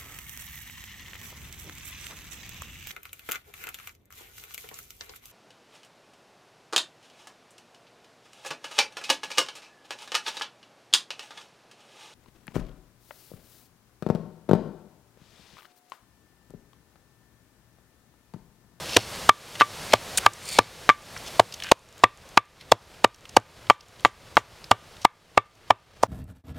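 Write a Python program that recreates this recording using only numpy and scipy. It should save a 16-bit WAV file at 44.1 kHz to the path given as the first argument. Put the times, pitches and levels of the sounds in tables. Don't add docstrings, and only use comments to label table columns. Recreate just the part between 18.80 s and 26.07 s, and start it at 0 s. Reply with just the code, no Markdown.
import sys
import numpy as np
from scipy import signal
from scipy.fft import rfft, irfft
from scipy.io import wavfile

SR = 44100
rng = np.random.default_rng(int(sys.argv[2]) if len(sys.argv) > 2 else 0)


def waveform_to_disk(signal):
    frames = np.transpose(np.atleast_2d(signal))
    scaled = np.clip(frames, -1, 1) * 32767
    samples = np.round(scaled).astype(np.int16)
    wavfile.write(sys.argv[1], SR, samples)


N = 320607
TIME = np.arange(N) / SR
STROKE = np.arange(SR // 3) / SR


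def from_db(db):
    return 10 ** (np.asarray(db) / 20)


def rms_one(x):
    return x / np.sqrt(np.mean(x ** 2) + 1e-20)


def add(out, s, sound):
    i = max(round(s * SR), 0)
    out[i:i + len(sound)] += sound[:len(out) - i]


def band(x, hz, kind, order=2):
    sections = signal.butter(order, np.clip(hz, 10, .45 * SR), kind, fs=SR, output="sos")
    return signal.sosfilt(sections, x + 1e-18)


def ring(x, hz, t60):
    r, w = from_db(-60 / (t60 * SR)), 2 * np.pi * hz / SR
    return signal.lfilter([0, np.sin(w)], [1, -2 * r * np.cos(w), r * r], x + 1e-18)


def grains(size, spread_db):
    return rms_one(rng.standard_normal(size) * from_db(spread_db * np.clip(rng.standard_normal(size), -2, 2)))


def noise(hz, kind):
    return rms_one(band(rng.standard_normal(N), hz, kind))


def coloured(spectrum):
    hz, db = np.transpose(spectrum)
    gain = from_db(np.interp(np.log(np.fft.rfftfreq(N, 1 / SR) + 1), np.log(hz), db))
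    return rms_one(irfft(rfft(noise(33, "high")) * gain, N))


# time in seconds, level in dB.
HISS_RIDE = [(0, -36.5), (.75, -36.5), (1.6, -38), (2.2, -47), (2.55, -39.5), (3.1, -53.5), (4.5, -55),
             (6.3, -54), (7.27, -63)]
# frequency in Hz, relative spectral level in dB.
HISS_TONE = [(25, -7), (150, 1), (290, -8), (500, -1.5), (800, -4), (1500, -7.5), (3000, -8.5), (4500, -9),
             (7000, -13.5), (11700, -18.5), (15500, -27.5)]
# frequency in Hz, relative spectral level in dB.
AIR_TONE = [(25, -2.5), (110, -3), (260, -13), (520, -8.5), (800, -13.5), (1150, -13.5), (1700, -16),
            (3000, -18), (4800, -21.5), (8000, -30), (12000, -35.5), (15500, -41)]


def outdoors():
    air_db = -51 + 1.5 * noise(36, "low")
    hiss_db = np.interp(TIME, *np.transpose(HISS_RIDE))
    return from_db(hiss_db) * coloured(HISS_TONE) + from_db(air_db) * coloured(AIR_TONE)


def friction(size, hz, spread_db, squeak_db):
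    slips = grains(size, spread_db)
    grit = rms_one(band(slips, [hz / 0.98, hz * 1.2], "band", order=1))
    squeak = rms_one(ring(slips, hz, t60=.006) - ring(slips, hz * 0.6, t60=.006))
    return rms_one(grit + from_db(squeak_db) * squeak)


# peak time in seconds, level in dB, pitch in Hz, half length in seconds.
PESTLE_RUBS = [(0.158, -33.5, 4600, 0.077), (0.803, -17.5, 3200, .005), (1.138, -29.5, 3600, 0.024),
               (1.383, -22.5, 2670, 0.0043), (1.444, -37, 1711, .022), (1.711, -35, 7500, 0.07),
               (1.762, -35, 3800, 0.097), (2.368, -38.5, 2020, 0.0055), (2.474, -37, 5400, 0.012),
               (2.871, -38.5, 2600, 0.032), (3.814, -44, 3700, 0.013), (6.224, -44.5, 5000, 0.011)]


def rubs():
    out = np.zeros(N)
    for s, db, hz, half_s in PESTLE_RUBS:
        stutter = from_db(3 * noise(120, "low"))
        swell = np.exp(-((TIME - s) / half_s) ** 2)
        out += from_db(db) * friction(N, hz, spread_db=9.5, squeak_db=-0.5) * stutter * swell
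    return out


def spatter(level_db, rise_s, die_s):
    t = STROKE - STROKE.mean()
    shape = np.exp(-np.abs(t) / np.where(t < 0, rise_s, die_s))
    return from_db(level_db) * friction(len(STROKE), 6000, spread_db=9, squeak_db=-1.5) * shape


def crunch(crush_s, bright_hz, knock_hz, die_s):
    skins = band(grains(len(STROKE), 0.63), 550, "high")
    edge = rms_one(ring(skins, 0.68 * bright_hz, t60=0.0018))
    bursts = rms_one(band(skins, bright_hz, "low")) + from_db(-6) * edge
    hollow = rms_one(ring(bursts, 1.42 * knock_hz, t60=.007))
    after = np.maximum(STROKE - crush_s, 0)
    pressure = np.clip(STROKE / crush_s, 0, 1) ** 0.9
    release = 1.77 * np.exp(-after / 0.00013) + 0.31 * np.exp(-after / die_s)
    flesh_thud = from_db(-8.5) * np.sin(2 * np.pi * 290 * after) * np.exp(-after / 0.0004)
    return rms_one(rms_one(bursts) + from_db(0.5) * hollow) * pressure * release + flesh_thud


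def soil_thump(force):
    shuffle = rms_one(band(grains(len(STROKE), 2), [250, 900], "band")) * np.exp(-STROKE / .012)
    bounce = from_db(-22.5) * ring(force, 110, t60=.095) + from_db(-23.5) * ring(force, 460, t60=0.011)
    return bounce + from_db(-24) * shuffle


def wood_crack(force):
    upper_hz = np.geomspace(1600, 2450, num=7) * (1 + 0.073 * rng.standard_normal(7))
    clack = sum(ring(force, hz, t60=.016) * (-1) ** k for k, hz in enumerate(upper_hz))
    grit = rms_one(band(grains(len(STROKE), 7.2), [1400, 3200], "band"))
    settle = np.exp(-STROKE / 0.002) + from_db(-28.5) * np.exp(-STROKE / .02)
    return from_db(1.5) * clack + grit * settle


# frequency in Hz, relative level in dB, seconds to fall 60 dB.
BOWL_MODES = [(730, -20, .018), (1177, -1, 0.063), (1160, -38.5, .2), (1800, -34, 0.17),
              (2270, -19.5, 0.063), (3230, -13.5, .016), (3370, -40.5, .12), (3600, -35.5, 0.15)]


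def landing(knock_db, knock_hz, wood_db, thump_db):
    force = band(1. * (STROKE == 0), 4900, "low")
    swell = STROKE / 0.00058
    knock = swell * np.exp(1 - swell) * np.sin(2 * np.pi * knock_hz * STROKE)
    cavity = from_db(-3.5) * ring(force, 930, t60=.016)
    thump = from_db(thump_db) * soil_thump(force)
    crack = from_db(-6.5 + 0.64 * wood_db) * wood_crack(force)
    bowl = sum(from_db(db + rng.normal(0, 0.23)) * ring(force, hz, t60) for hz, db, t60 in BOWL_MODES)
    body = from_db(knock_db) * band(knock + cavity, 190, "high", order=1)
    ringing = from_db(wood_db) * band(bowl, 130, "high", order=1)
    return body + ringing + thump + crack


# landing time in seconds, knock level in dB, knock pitch in Hz,
# bare wood level in dB, crunch level in dB, crunch brightness in Hz, soil thump level in dB.
SQUARE_HITS = [ (0.1705, -3.5, 285, -24.5, -6, 4800, 8.5), (0.493, 5.5, 1010, 9.5, -16.5, 6130, 6.5),
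               (1.138, 3, 675, -11.5, -8.5, 4330, 6.5), (1.4639, 1, 950, 1.5, -16, 5630, 6.5),
               (1.79, 2.5, 648, -5, -8.5, 5900, 8.5), (2.6, 3.5, 740, -19.5, -8.5, 3600, 6.5),
               (2.92, 8, 707, -24, -7.5, 4330, -4.5), (3.24, 1, 760, 1, -5.5, 2430, 7),
               (3.576, 2, 882, 1.5, -8.5, 2940, 2.5), (3.922, 6, 730, -20.5, -10, 5000, 5.5),
               (4.246, 7, 667, -4.5, -10, 3680, 5.5), (4.57, 6, 624, -12, -10.5, 5300, 8),
               (5.915, -0.5, 905, -7, -16, 6000, 5.5), (6.251, 9.5, 893, -1.5, -17.5, 4880, -4),
               (6.577, 8, 760, 4, -12.5, 2367, 8.5), (6.907, 7.5, 854, -3.5, -11.5, 1897, 7.5),
               (7.235, 0.5, 710, -30.5, -24, 8800, -0.5)]


def square_blows():
    out = np.zeros(N)
    for s, knock_db, knock_hz, wood_db, crunch_db, bright_hz, thump_db in SQUARE_HITS:
        crush_s = .004 * 2 ** (-wood_db / 34.5)
        add(out, s - crush_s, from_db(crunch_db) * crunch(crush_s, bright_hz, knock_hz, die_s=0.0066))
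        add(out, s - STROKE.mean(), spatter(level_db=-33, rise_s=0.0037, die_s=0.0082))
        add(out, s, landing(knock_db, knock_hz, wood_db, thump_db))
    return out


def foliage(x, wet_db, t60):
    echoes = band(band(rng.standard_normal(len(STROKE)), 1400, "high"), 3900, "low", order=1)
    echoes = echoes * from_db(-60 * STROKE / t60) * (1 - np.exp(-STROKE / 0.004))
    return from_db(wet_db) * signal.fftconvolve(x, echoes / np.linalg.norm(echoes))[:N]


def pod_ticks(per_s, level_db):
    ticks = (rng.random(N) < per_s / SR) * from_db(1.5 * np.clip(rng.standard_normal(N), -2, 1.5))
    fade = signal.lfilter([1], [1, -np.exp(-1 / (0.00047 * SR))], ticks + 1e-18)
    return from_db(level_db) * fade * friction(N, 6000, spread_db=5.5, squeak_db=-8.5)


# start in seconds, rough peak level in dB, pitch in Hz.
SKIN_SNAPS = [(0.7527, -19, 2630), (0.8, -12.5, 3350), (1.3733, -7.5, 6360), (1.3784, -11, 7800),
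              (1.5334, -23.5, 6540), (2.375, -30.5, 4880), (2.7232, -23.5, 4240), (2.7392, -19, 5080),
              (2.801, -24.5, 3130), (2.822, -24.5, 2660), (2.836, -22, 4460), (4.3445, -29.5, 4850),
              (4.4538, -27, 2540), (4.4917, -28, 5060), (4.869, -32.5, 2890), (5.008, -30, 4590),
              (5.195, -34.5, 2940), (5.8421, -29, 4230), (6.1673, -35, 3030)]


def snaps():
    out = np.zeros(N)
    for s, peak_db, hz in SKIN_SNAPS:
        length_s = 0.011 * 2 ** (peak_db / 24)
        tear = friction(len(STROKE), hz, spread_db=8, squeak_db=-8) * np.exp(-(STROKE / length_s) ** 2)
        add(out, s, from_db(peak_db - 7.5) * tear)
    return out


# start in seconds, bare wood level at the wall in dB,
# knock level at the bottom in dB, bare wood level at the bottom in dB.
GLANCING_HITS = [(0.8100, -7.5, -30, 3.5), (2.0915, -3, -26, 4), (4.8995, 3, 8, -28),
                 (5.2495, -3.5, 2, -48), (5.569, -6.5, 3.5, -51)]


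def glancing_blows(skid_s, thump_db):
    out = np.zeros(N)
    for s, wall_db, knock_db, wood_db in GLANCING_HITS:
        scrape = friction(len(STROKE), 3250, spread_db=4.5, squeak_db=6.5) * np.exp(-STROKE / 0.0092)
        wall = landing(knock_db=-0.5, knock_hz=1220, wood_db=wall_db, thump_db=thump_db)
        add(out, s, wall + from_db(-14) * scrape)
        add(out, s + skid_s - STROKE.mean(), spatter(level_db=-31.5, rise_s=0.0018, die_s=0.014))
        add(out, s + skid_s, landing(knock_db, knock_hz=760, wood_db=wood_db, thump_db=thump_db))
    return out


def scene():
    blows = square_blows() + glancing_blows(skid_s=.00676, thump_db=-2.5)
    mortar = band(blows, 84, "high") + snaps() + rubs() + pod_ticks(per_s=3.8, level_db=-36.5)
    mid = mortar + foliage(mortar, wet_db=-32.5, t60=.3) + outdoors()
    side = from_db(-20) * np.gradient(mid) + from_db(-68) * coloured(AIR_TONE)
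    side += from_db(-72) * noise([35, 220], "band")
    return mid + side * np.array([[1], [-1]])


def gain_control(x, threshold_db, release_db_per_s, attack_s):
    over_db = np.maximum(20 * np.log10(np.abs(x).max(axis=0) + 1e-9) - threshold_db, 0)
    duck_db = np.maximum.accumulate(over_db + release_db_per_s * TIME) - release_db_per_s * TIME
    lag = np.exp(-1 / (attack_s * SR))
    return x * from_db(-signal.lfilter([1 - lag], [1, -lag], duck_db))


def record(dry):
    ducked = gain_control(dry, threshold_db=-1.5, release_db_per_s=41.5, attack_s=0.0044)
    clipped = ducked / (1 + ducked ** 6) ** (1 / 6)
    return signal.sosfilt(signal.ellip(10, .1, 80, 15800, fs=SR, output="sos"), clipped)


dry = scene()
out = record(dry)
waveform_to_disk(out)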